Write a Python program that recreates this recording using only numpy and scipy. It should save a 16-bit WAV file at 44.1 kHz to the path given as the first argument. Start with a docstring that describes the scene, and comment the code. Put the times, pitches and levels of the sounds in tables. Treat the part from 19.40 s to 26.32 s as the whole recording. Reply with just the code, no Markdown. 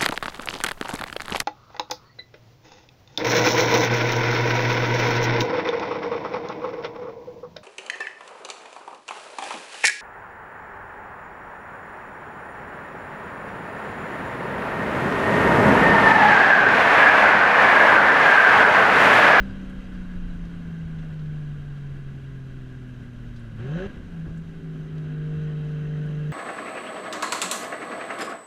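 """Downshift in a bare cabin

Inside a six-cylinder track car the engine slows on a closed throttle and is blipped for a downshift; the
clutch bites and the car pulls through a slide. Road noise is shaped noise, the pipes are resonances rung
by noise, and the engine is a sum of sines on multiples of crank speed. Knocks, short engine tones, noise
bursts and squeaks are brief enveloped sounds. The sound stops steeply just below 15 kHz."""
import sys
import numpy as np
from scipy import signal
from scipy.fft import rfft, irfft
from scipy.io import wavfile

SR = 44100
rng = np.random.default_rng(int(sys.argv[2]) if len(sys.argv) > 2 else 0)


def unload_audio(sound):
    """Save the sound as a 16-bit wav file, at the path given as the first command line argument."""
    columns = np.transpose(np.atleast_2d(sound))
    # keep every value between -1 and 1, then stretch to whole-number steps
    steps = np.round(np.clip(columns, -1, 1) * 32767)
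    wavfile.write(sys.argv[1], SR, steps.astype(np.int16))


N = 305172  # samples


def from_db(db):
    """Logarithmic level: decibels to amplitude gain."""
    return 10 ** (np.asarray(db) / 20)


def rms_one(x):
    """Normalisation: scale to an rms value of 1."""
    return x / np.sqrt(np.mean(x ** 2) + 1e-20)


def in_time(rows):
    """Linear interpolation: table columns after the first become curves, one value a sample."""
    s, *columns = np.transpose(rows)
    t = np.arange(N) / SR
    return [np.interp(t, s, column) for column in columns]


def tents(s, height, half_s):
    """Superposition of straight rises and falls about given moments."""
    t = np.arange(N) / SR
    return sum(h * np.maximum(1 - np.abs(t - at) / half, 0) for at, h, half in np.broadcast(s, height, half_s))


def drift(width_hz):
    """Low-passed noise: a slow random curve of rms 1, from a double pole."""
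    step = 40  # samples between drawn values
    r = np.exp(-2 * step * np.pi * width_hz / SR)
    white = rng.standard_normal(N // step + 2002)
    slow = signal.lfilter([1], [1, -2 * r, r * r], white)[2000:]  # drop the start-up
    return np.interp(np.arange(N) / step, np.arange(len(slow)), rms_one(slow))


def colour(x, spectrum, hollows=()):
    """Spectral shaping: a spectrum over log frequency plus bell-shaped resonances; rms 1."""
    hz = np.maximum(np.fft.rfftfreq(N, 1 / SR), 1)
    at, db = np.transpose(spectrum)
    shape_db = np.interp(np.log(hz), np.log(at), db, left=-200, right=-200)
    for centre_hz, width_hz, lift_db in hollows:
        shape_db += lift_db / (1 + (2 * (hz - centre_hz) / width_hz) ** 2)
    return rms_one(irfft(rfft(x) * from_db(shape_db), N))


def resonate(x, hz, width_hz):
    """Damped resonance: a pole pair with gain near 1 at its peak."""
    r = np.exp(-np.pi * width_hz / SR)
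    zeros = (1 - r * r) / 2 * np.array([1, 0, -1])
    poles = [1, -2 * r * np.cos(2 * np.pi * hz / SR), r * r]
    return signal.lfilter(zeros, poles, x)


def resonate_twice(x, hz, width_hz):
    """Cascaded resonance: two equal pole pairs give steeper skirts; rms 1."""
    return rms_one(resonate(resonate(x, hz, width_hz), hz, width_hz))


def add(out, s, sound):
    """Superposition: mix a short sound in at a time."""
    i = round(s * SR)
    out[i:i + len(sound)] += sound[:N - i]


# Relative noise spectra of body shake, road rumble, panel drone, roar and hiss: f/Hz, density level/dB
SHAKE_SPECTRUM = [(10, -4), (17, -3), (25, -2), (32, -6), (38, -4), (44, 1), (49, -4), (55, -12), (70, -16),
                  (80, -30)]
RUMBLE_SPECTRUM = [(45, -9.5), (62, -14.5), (85, 11), (100, -1), (115, -9.5), (150, 6), (200, -23.5)]
DRONE_SPECTRUM = [(90, -12), (140, 8.5), (200, 6), (260, 2), (320, -2.5), (390, -4.5), (470, -8),
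                  (560, -10), (650, -12.5), (800, -21), (1000, -27.5), (1400, -37)]
ROAR_SPECTRUM = [(410, -27.5), (700, -7.5), (870, -9.5), (1170, -2.5), (1610, -1.5), (1840, -6.5),
                 (2390, -8), (3150, -9.5), (3480, -17.5), (3940, -16.5), (4600, -22.5), (6000, -30),
                 (8500, -32), (12000, -49.5)]
HISS_SPECTRUM = [(2500, -14), (4000, -0.5), (5300, -2.5), (7000, -4.5), (9000, -8.5), (11000, -10),
                 (12000, -13), (13000, -12.5), (14000, -17), (16000, -16.5)]
# Hollow spaces that colour roar and hiss: f/Hz, width/Hz, lift/dB
HOLLOWS = [(1011, 51, 4), (1260, 52, -3.5), (1478, 170, 4), (1628, 210, 4.5), (1807, 120, -0.5),
           (2780, 180, 4), (3250, 300, 4.5), (3480, 110, 0), (3730, 150, 5.5), (5970, 290, 2)]
# Road noise levels, uneven through the drive, roar lower by the end; before throttle and flicker:
# t/s, roar level/dB, hiss level/dB, panel drone level/dB, body shake level/dB
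ROAD_LEVELS = [(0, -50.5, -70, -42, -25.5), (.2, -51.5, -70.5, -45, -40), (.45, -52.5, -70, -46, -40),
               (.9, -54, -70, -45, -34.5), (1.8, -55, -71.5, -48, -42.5), (3.1, -56.5, -71.5, -48.5, -45),
               (4.1, -56.5, -71.5, -48, -42), (4.3, -57.5, -69.5, -43, -47), (4.5, -52.5, -71.5, -45, -41),
               (4.66, -55.5, -71.5, -45, -46), (4.9, -56, -71, -48, -38.5), (5.3, -58.5, -71.5, -48, -45.5),
               (5.7, -57.5, -72, -46, -48), (6.3, -59, -71, -48.5, -45), (6.92, -59, -70, -45, -46)]
# Bumps in the road that swell the rumble: t/s, lift/dB
ROAD_BUMPS = [(.1, 14.5), (1.14, -2), (1.46, 13), (1.9, 4), (3.64, 6), (3.83, 4), (4.17, 9), (4.89, 12),
              (5.08, 7), (5.5, 8), (5.67, 6.5), (5.99, 12.5)]
RUMBLE_DB, RUMBLE_WAVER_DB, BUMP_HALF_S = -50.5, 1, 0.061
ROAR_LOAD_DB, ROAR_BLIP_DB, DRONE_BLIP_DB, HISS_BLIP_DB = 5.5, 6, 2.5, -0.5  # change at full load or blip
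FIRING_THROB_DB, TURN_THROB_DB = 1, 0.34  # the firing throb is heard only in the blip


def road_and_roar(angle, blip, load):
    """Broadband noise, amplitude-modulated: the shell shakes, rumbles and drones; roar throbs with the crank."""
    roar_db, hiss_db, drone_db, shake_db = in_time(ROAD_LEVELS)
    flicker = drift(14.0)  # one slow random flicker shared by roar, hiss and drone
    roar_db += ROAR_LOAD_DB * load ** 2 + ROAR_BLIP_DB * blip + 0.47 * flicker
    hiss_db += HISS_BLIP_DB * blip + 0.51 * flicker
    drone_db += DRONE_BLIP_DB * blip + 1.1 * flicker
    rumble_db = RUMBLE_DB + RUMBLE_WAVER_DB * drift(3.7)
    rumble_db += tents(*np.transpose(ROAD_BUMPS), BUMP_HALF_S)
    # three firings a turn
    throb = from_db(FIRING_THROB_DB * blip * np.cos(3 * angle) + TURN_THROB_DB * np.cos(angle))

    white = rng.standard_normal((5, N))
    out = from_db(shake_db) * colour(white[0], SHAKE_SPECTRUM)
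    out += from_db(rumble_db) * colour(white[1], RUMBLE_SPECTRUM)
    out += from_db(drone_db) * colour(white[2], DRONE_SPECTRUM)
    out += from_db(roar_db) * colour(white[3] * throb, ROAR_SPECTRUM, HOLLOWS)
    return out + from_db(hiss_db) * colour(white[4], HISS_SPECTRUM, HOLLOWS)


# Wheels out of balance: t/s, turn rate f/Hz, thump rms level/dB
WHEEL_TURNS = [(0, 24.5, -53), (.4, 26, -49), (.8, 24, -33), (1.2, 24, -56), (1.6, 27, -40),
               (2, 15.2, -39.5), (2.4, 20, -46), (2.7, 16, -42), (3, 24, -73)]


def wheels():
    """Forced vibration by imbalance: one push on the shell for each turn, a sine at the turn rate."""
    turns, db = in_time(WHEEL_TURNS)
    return np.sqrt(2) * from_db(db) * np.sin(2 * np.pi * np.cumsum(turns) / SR)


# Short breathy squeaks: t/s, level/dB before the fade in and out, f/Hz, length/s
SQUEAKS = [(0.02, -70, 4820, 0.04), (0.08, -67, 4830, 0.05), (.435, -70, 4830, 0.035),
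           (.53, -69, 4790, 0.04)]


def squeaks():
    """Narrow-band noise: a sharp resonance driven by noise, under a half-sine envelope."""
    out, t = np.zeros(N), np.arange(SR // 5) / SR
    for s, db, hz, length_s in SQUEAKS:
        breathy = resonate_twice(rng.standard_normal(len(t)), hz, 170)
        add(out, s, from_db(db) * breathy * np.sin(np.pi * np.minimum(t / length_s, 1)))
    return out


# Short noise bursts: ticks, intake gulps in the blip, thumps as the clutch bites:
# t/s, nominal peak level/dB, centre f/Hz, width/Hz, decay time constant/s
NOISE_BURSTS = [(0.295, -51, 8000, 6000, .006), (0.444, -61, 9000, 8000, .005),
                (1.05, -47, 4000, 4000, 0.0051), (1.586, -42, 2900, 1700, 0.01),
                (1.79, -48, 3300, 1992, 0.011), (1.856, -54, 3500, 2500, 0.0079),
                (3.959, -47, 2680, 3480, 0.024), (3.992, -56, 7500, 4000, .01),
                (4.176, -49, 1450, 502, .015), (4.2, -40, 1600, 600, 0.03), (4.21, -43, 720, 200, 0.023),
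                (4.385, -31.5, 1630, 300, 0.035), (4.417, -44, 3000, 800, 0.018),
                (4.855, -40, 1500, 600, 0.012), (4.854, -35.5, 330, 330, 0.04),
                (4.875, -41, 560, 300, 0.038), (4.973, -50.5, 7000, 4000, 0.0084),
                (5.578, -41.5, 3300, 2000, 0.007), (5.579, -53, 6200, 2500, 0.004),
                (6.659, -54, 6500, 4000, 0.0099)]
BURST_CREST_DB, BURST_RISE_S = 9.0, 0.0038  # nominal peak over rms of the noise, and rise time


def noise_bursts():
    """Impulsive excitation: puffs of band-passed noise with a quick rise and exponential decay."""
    out, t = np.zeros(N), np.arange(SR // 5) / SR
    for s, db, hz, width_hz, decay_s in NOISE_BURSTS:
        puff = resonate_twice(rng.standard_normal(len(t)), hz, width_hz)
        envelope = np.minimum(t / BURST_RISE_S, 1) * np.exp(-t / decay_s)
        add(out, s, from_db(db - BURST_CREST_DB) * puff * envelope)
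    return out


# Knocks, and short engine tones dying away after the blip:
# t/s, starting amplitude level/dB, f/Hz, time to fall 60 dB t60/s
KNOCKS_AND_TONES = [(4.202, -47, 300, 0.031), (4.46, -20.5, 105, 0.028), (4.566, -45.5, 375, .3),
                    (4.574, -34, 87.2, 1), (4.661, -53, 255, 0.32), (4.69, -31, 28, 0.15),
                    (4.862, -39.5, 332, 0.24), (4.867, -29, 45, .1), (4.887, -22.5, 91, 0.048)]


def knocks_and_tones():
    """Exponential decay: each knock or tone is a sine of fixed pitch dying away, ended after 0.2 s."""
    out, t = np.zeros(N), np.arange(SR // 5) / SR
    for s, db, hz, t60_s in KNOCKS_AND_TONES:
        add(out, s, -from_db(db - 60 * t / t60_s) * np.sin(2 * np.pi * hz * t))
    return out


# Two pipes sing while the throttle is blipped: mean f/Hz, level/dB at best breath before waver
PIPE_NOTES = [(740, -51), (1068, -56)]
NOTE_WAVER_DB, NOTE_WANDER_HZ = 2.0, 9  # rms
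NOTE_DB_PER_OCTAVE = 16  # loss away from the speed of best breath


def pipe_notes(octaves, blip):
    """Self-sustained tones: held notes, unsteady in pitch and level, that swell with the air flow."""
    out = 0
    for mean_hz, db in PIPE_NOTES:
        level_db = db + NOTE_WAVER_DB * drift(25)
        hz = mean_hz + NOTE_WANDER_HZ * drift(30)
        out += np.sqrt(2) * from_db(level_db) * np.sin(2 * np.pi * np.cumsum(hz) / SR)
    return blip * from_db(NOTE_DB_PER_OCTAVE * octaves) * out


# Pipe resonances, strongest in the blip; three parts that add, before flicker:
# f/Hz, width/Hz, closed level/dB, blipped level/dB at best breath, full load level/dB
PIPE_RINGS = [(525, 120, -79.5, -44, -63), (739, 35, -78.5, -53.5, -72.5), (780, 270, -72.5, -54, -69.5),
              (1068, 45, -76, -60, -73), (1288, 56, -80, -55, -65), (1500, 120, -70, -51.5, -61),
              (1628, 126, -65, -47.5, -64), (1857, 70, -84, -56, -63.5), (1986, 110, -71, -61, -68.5),
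              (2708, 250, -77, -55, -64), (3040, 240, -87.5, -54.5, -66), (3900, 190, -80, -64.5, -72.5),
              (6160, 770, -83, -68, -84)]
INTAKE_DB_PER_OCTAVE = 21.5  # loss of the blipped part away from the speed of best breath
FIRING_GULP_DB, TURN_GULP_DB, PIPE_FLICKER_DB = 3, 2, 2.5


def intake(angle, octaves, blip, load, closed_db):
    """Resonators driven by pulsed noise: air gulped once a firing rings the pipes; flicker fades in the blip."""
    gulps = from_db(FIRING_GULP_DB * np.cos(3 * angle) + TURN_GULP_DB * np.cos(angle))
    air = rng.standard_normal(N) * gulps
    blip_flow = blip * from_db(INTAKE_DB_PER_OCTAVE * octaves)
    out = 0
    for hz, width_hz, shut_db, blip_db, load_db in PIPE_RINGS:
        gain = from_db(shut_db + closed_db) + blip_flow * from_db(blip_db) + load ** 2 * from_db(load_db)
        flicker = from_db(PIPE_FLICKER_DB * (1 - blip) * drift(9.0))  # each ring on its own
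        out += gain * flicker * resonate_twice(air, hz, width_hz)
    return out


# Other orders of the crank speed, among them two low tones at 1.5 and 1.67 times crank speed; # levels before
# blip, load, cabin and waver terms: # multiple of crank speed, closed throttle level/dB, half load level/dB,
# full load level/dB
OTHER_ORDERS = [(1.5, -54.5, -59.5, -51.5), (1.67, -51, -67, -67), (2, -54, -59, -60),
                (2.5, -57, -63.5, -69.5), (3.5, -54.5, -59, -36.5), (4, -52.5, -54, -52),
                (4.5, -55.5, -74.5, -68.5), (5, -58.5, -50, -50.5), (5.5, -74, -54.5, -59),
                (7, -68.5, -52, -52.5), (7.5, -68, -57, -65), (8, -68, -55.5, -52.5),
                (10, -72.5, -74, -83.5), (11, -78.5, -85, -56.5), (13, -81.5, -75, -65),
                (14, -79, -66.5, -55.5), (15, -65, -67.5, -64), (16, -78, -68.5, -61),
                (17, -75, -74.5, -65)]
# The cabin favours some pitches: f/Hz, gain level/dB
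CABIN_RESPONSE = [(65, -22), (75, 0), (92, 3), (120, -6.5), (160, -1), (195, -4), (250, 5.5), (310, 0),
                  (385, 4.5), (440, -0.5), (520, 6), (590, -3.5), (680, -7), (740, -4.5), (900, -12)]
ORDER_BLIP_DB, ORDER_LOAD_DB, ORDER_WAVER_DB = -6, -4, 1.5


def other_orders(angle, turns, blip, load):
    """Order spectrum: sines locked to further multiples of crank speed, shaped by the cabin response."""
    hz, cabin_db = np.transpose(CABIN_RESPONSE)
    out = 0
    for k, *by_load_db in OTHER_ORDERS:
        level_db = np.interp(load, [0, .5, 1], by_load_db) + ORDER_BLIP_DB * blip + ORDER_LOAD_DB * load
        level_db += ORDER_WAVER_DB * drift(12.0)
        level_db += np.interp(np.log(k * turns), np.log(hz), cabin_db)
        out += from_db(level_db) * np.sin(k * angle + rng.uniform(0, 2 * np.pi))
    return np.sqrt(2) * out


# How loud firing note and overtones come through at each pitch, before order offsets, load, waver and dips:
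# f/Hz, closed throttle level/dB, blipped level/dB
FIRING_BY_PITCH = [(107, -41, -31), (127.6, -40, -33.5), (133, -37, -32), (151.5, -32, -25.5),
                   (161, -33, -27.5), (163.7, -32, -24.5), (172.4, -36.5, -26), (183.5, -36, -37),
                   (184.4, -40, -41), (201, -35, -28.5), (205, -38, -26), (211, -49, -43),
                   (245, -41, -44.5), (268.4, -49, -49), (278.4, -60, -62), (299.4, -58, -46),
                   (326, -66.5, -46), (370.5, -61.5, -35.5), (387, -56, -30.5), (432, -65.5, -39),
                   (470, -64.5, -41), (510, -80, -40), (567, -60.5, -31), (576, -64, -40),
                   (590, -48.5, -42)]
# Firing note and overtones: multiple of crank speed, closed throttle offset level/dB,
# blipped offset level/dB, lift/dB at load 0.6, at 0.8 and at 1
FIRING_ORDERS = [(3, 0.4, 0.4, -0.2, 3.8, 4.7), (6, -2.94, 0.4, 1, 6, 8), (9, 0.8, -7.5, 2, 17.5, 17.6),
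                 (12, -22.5, -22.5, 1, 9.5, 13)]
# Dips as the clutch goes out, bites and judders: t/s, depth/dB (below 0 a swell), half length/s
CLUTCH_DIPS = [(4.5, 4.5, 0.099), (4.62, 14, 0.18), (4.893, 10, 0.041), (5.052, 7.5, 0.051),
               (5.13, 6.5, 0.05), (5.202, 13, 0.037), (5.468, 3, 0.095), (5.58, -2.5, 0.049),
               (5.668, 1, 0.031), (6.3, 1.5, 0.55)]
FIRING_WAVER_DB = 0.59  # rms, fading out in the blip


def firing(angle, turns, blip, load):
    """Harmonic series of periodic firing: three firings a turn and overtones, louder with load."""
    pitch_hz, shut_db, open_db = np.transpose(FIRING_BY_PITCH)
    common_db = FIRING_WAVER_DB * (1 - blip) * drift(3.7) - tents(*np.transpose(CLUTCH_DIPS))
    out = 0
    for k, shut_offset_db, blip_offset_db, *lift_db in FIRING_ORDERS:
        closed_db = shut_offset_db + np.interp(k * turns, pitch_hz, shut_db)
        blipped_db = blip_offset_db + np.interp(k * turns, pitch_hz, open_db)
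        level_db = closed_db + blip * (blipped_db - closed_db)
        level_db += np.interp(load, [0, .6, .8, 1], [0, *lift_db])
        out += from_db(level_db + common_db) * np.sin(k * angle + k)
    return np.sqrt(2) * out


# Crank speed: t/s, turn rate f/Hz
CRANK_SPEED = [(0, 65), (.21, 63.6), (.75, 59.8), (1.04, 56.8), (1.19, 56.7), (1.35, 54.9), (2.1, 49),
               (2.3, 47.6), (3.4, 42.1), (3.7, 40.4), (4, 39.4), (4.12, 36.7), (4.18, 36), (4.2, 37),
               (4.22, 40), (4.26, 43.2), (4.32, 50.7), (4.4, 61.4), (4.44, 65), (4.47, 67.2), (4.55, 63.1),
               (4.63, 61.5), (4.7, 57.1), (4.81, 53.7), (4.87, 54.4), (5.16, 54.2), (5.41, 51.8),
               (5.51, 51.9), (5.78, 50.8), (5.88, 51.3), (6.06, 51.05), (6.18, 50.4), (6.47, 50.2),
               (6.57, 50.5), (6.78, 49.9), (6.92, 50.2)]
# Throttle blip with the clutch out: t/s, opening 0-1
THROTTLE_BLIP = [(4.165, 0.0), (4.2, .8), (4.24, 1.0), (4.462, 1.0), (4.48, 0.0)]
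# Load through the driveline: t/s, load 0-1
DRIVELINE_LOAD = [(0, 0.03), (1.2, 0), (5.0, 0.07), (5.15, 0.42), (5.65, 0.64), (5.78, 0.76), (6.1, 0.87),
                  (6.4, 0.93), (6.92, 1)]
BEST_BREATH_HZ = 59.6  # crank turn rate at which air flow peaks


def scene():
    """Linear superposition: all sources sum at one microphone, sharing crank angle, blip and load."""
    (turns,), (blip,), (load,) = in_time(CRANK_SPEED), in_time(THROTTLE_BLIP), in_time(DRIVELINE_LOAD)
    load = np.clip(load, 0.0, 1.0)
    angle = 2 * np.pi * np.cumsum(turns) / SR
    octaves = -np.abs(np.log2(turns / BEST_BREATH_HZ))  # 0 at best breath, negative away from it
    roar_db = in_time(ROAD_LEVELS)[0]
    closed_db = roar_db - roar_db.mean()  # the closed-throttle ring follows the road roar

    out = road_and_roar(angle, blip, load) + wheels()
    out += squeaks() + noise_bursts() + knocks_and_tones()
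    out += pipe_notes(octaves, blip) + intake(angle, octaves, blip, load, closed_db)
    out += other_orders(angle, turns, blip, load) + firing(angle, turns, blip, load)
    return out[None]


CUTOFF_HZ = 14950


def record(dry):
    """Low-pass filtering: a steep elliptic filter stops the sound just below 15 kHz."""
    low_pass = signal.ellip(10, .5, 60, CUTOFF_HZ, fs=SR, output="sos")  # 0.5 dB ripple, 60 dB stop band
    return signal.sosfilt(low_pass, dry)


dry = scene()
out = record(dry)
unload_audio(out)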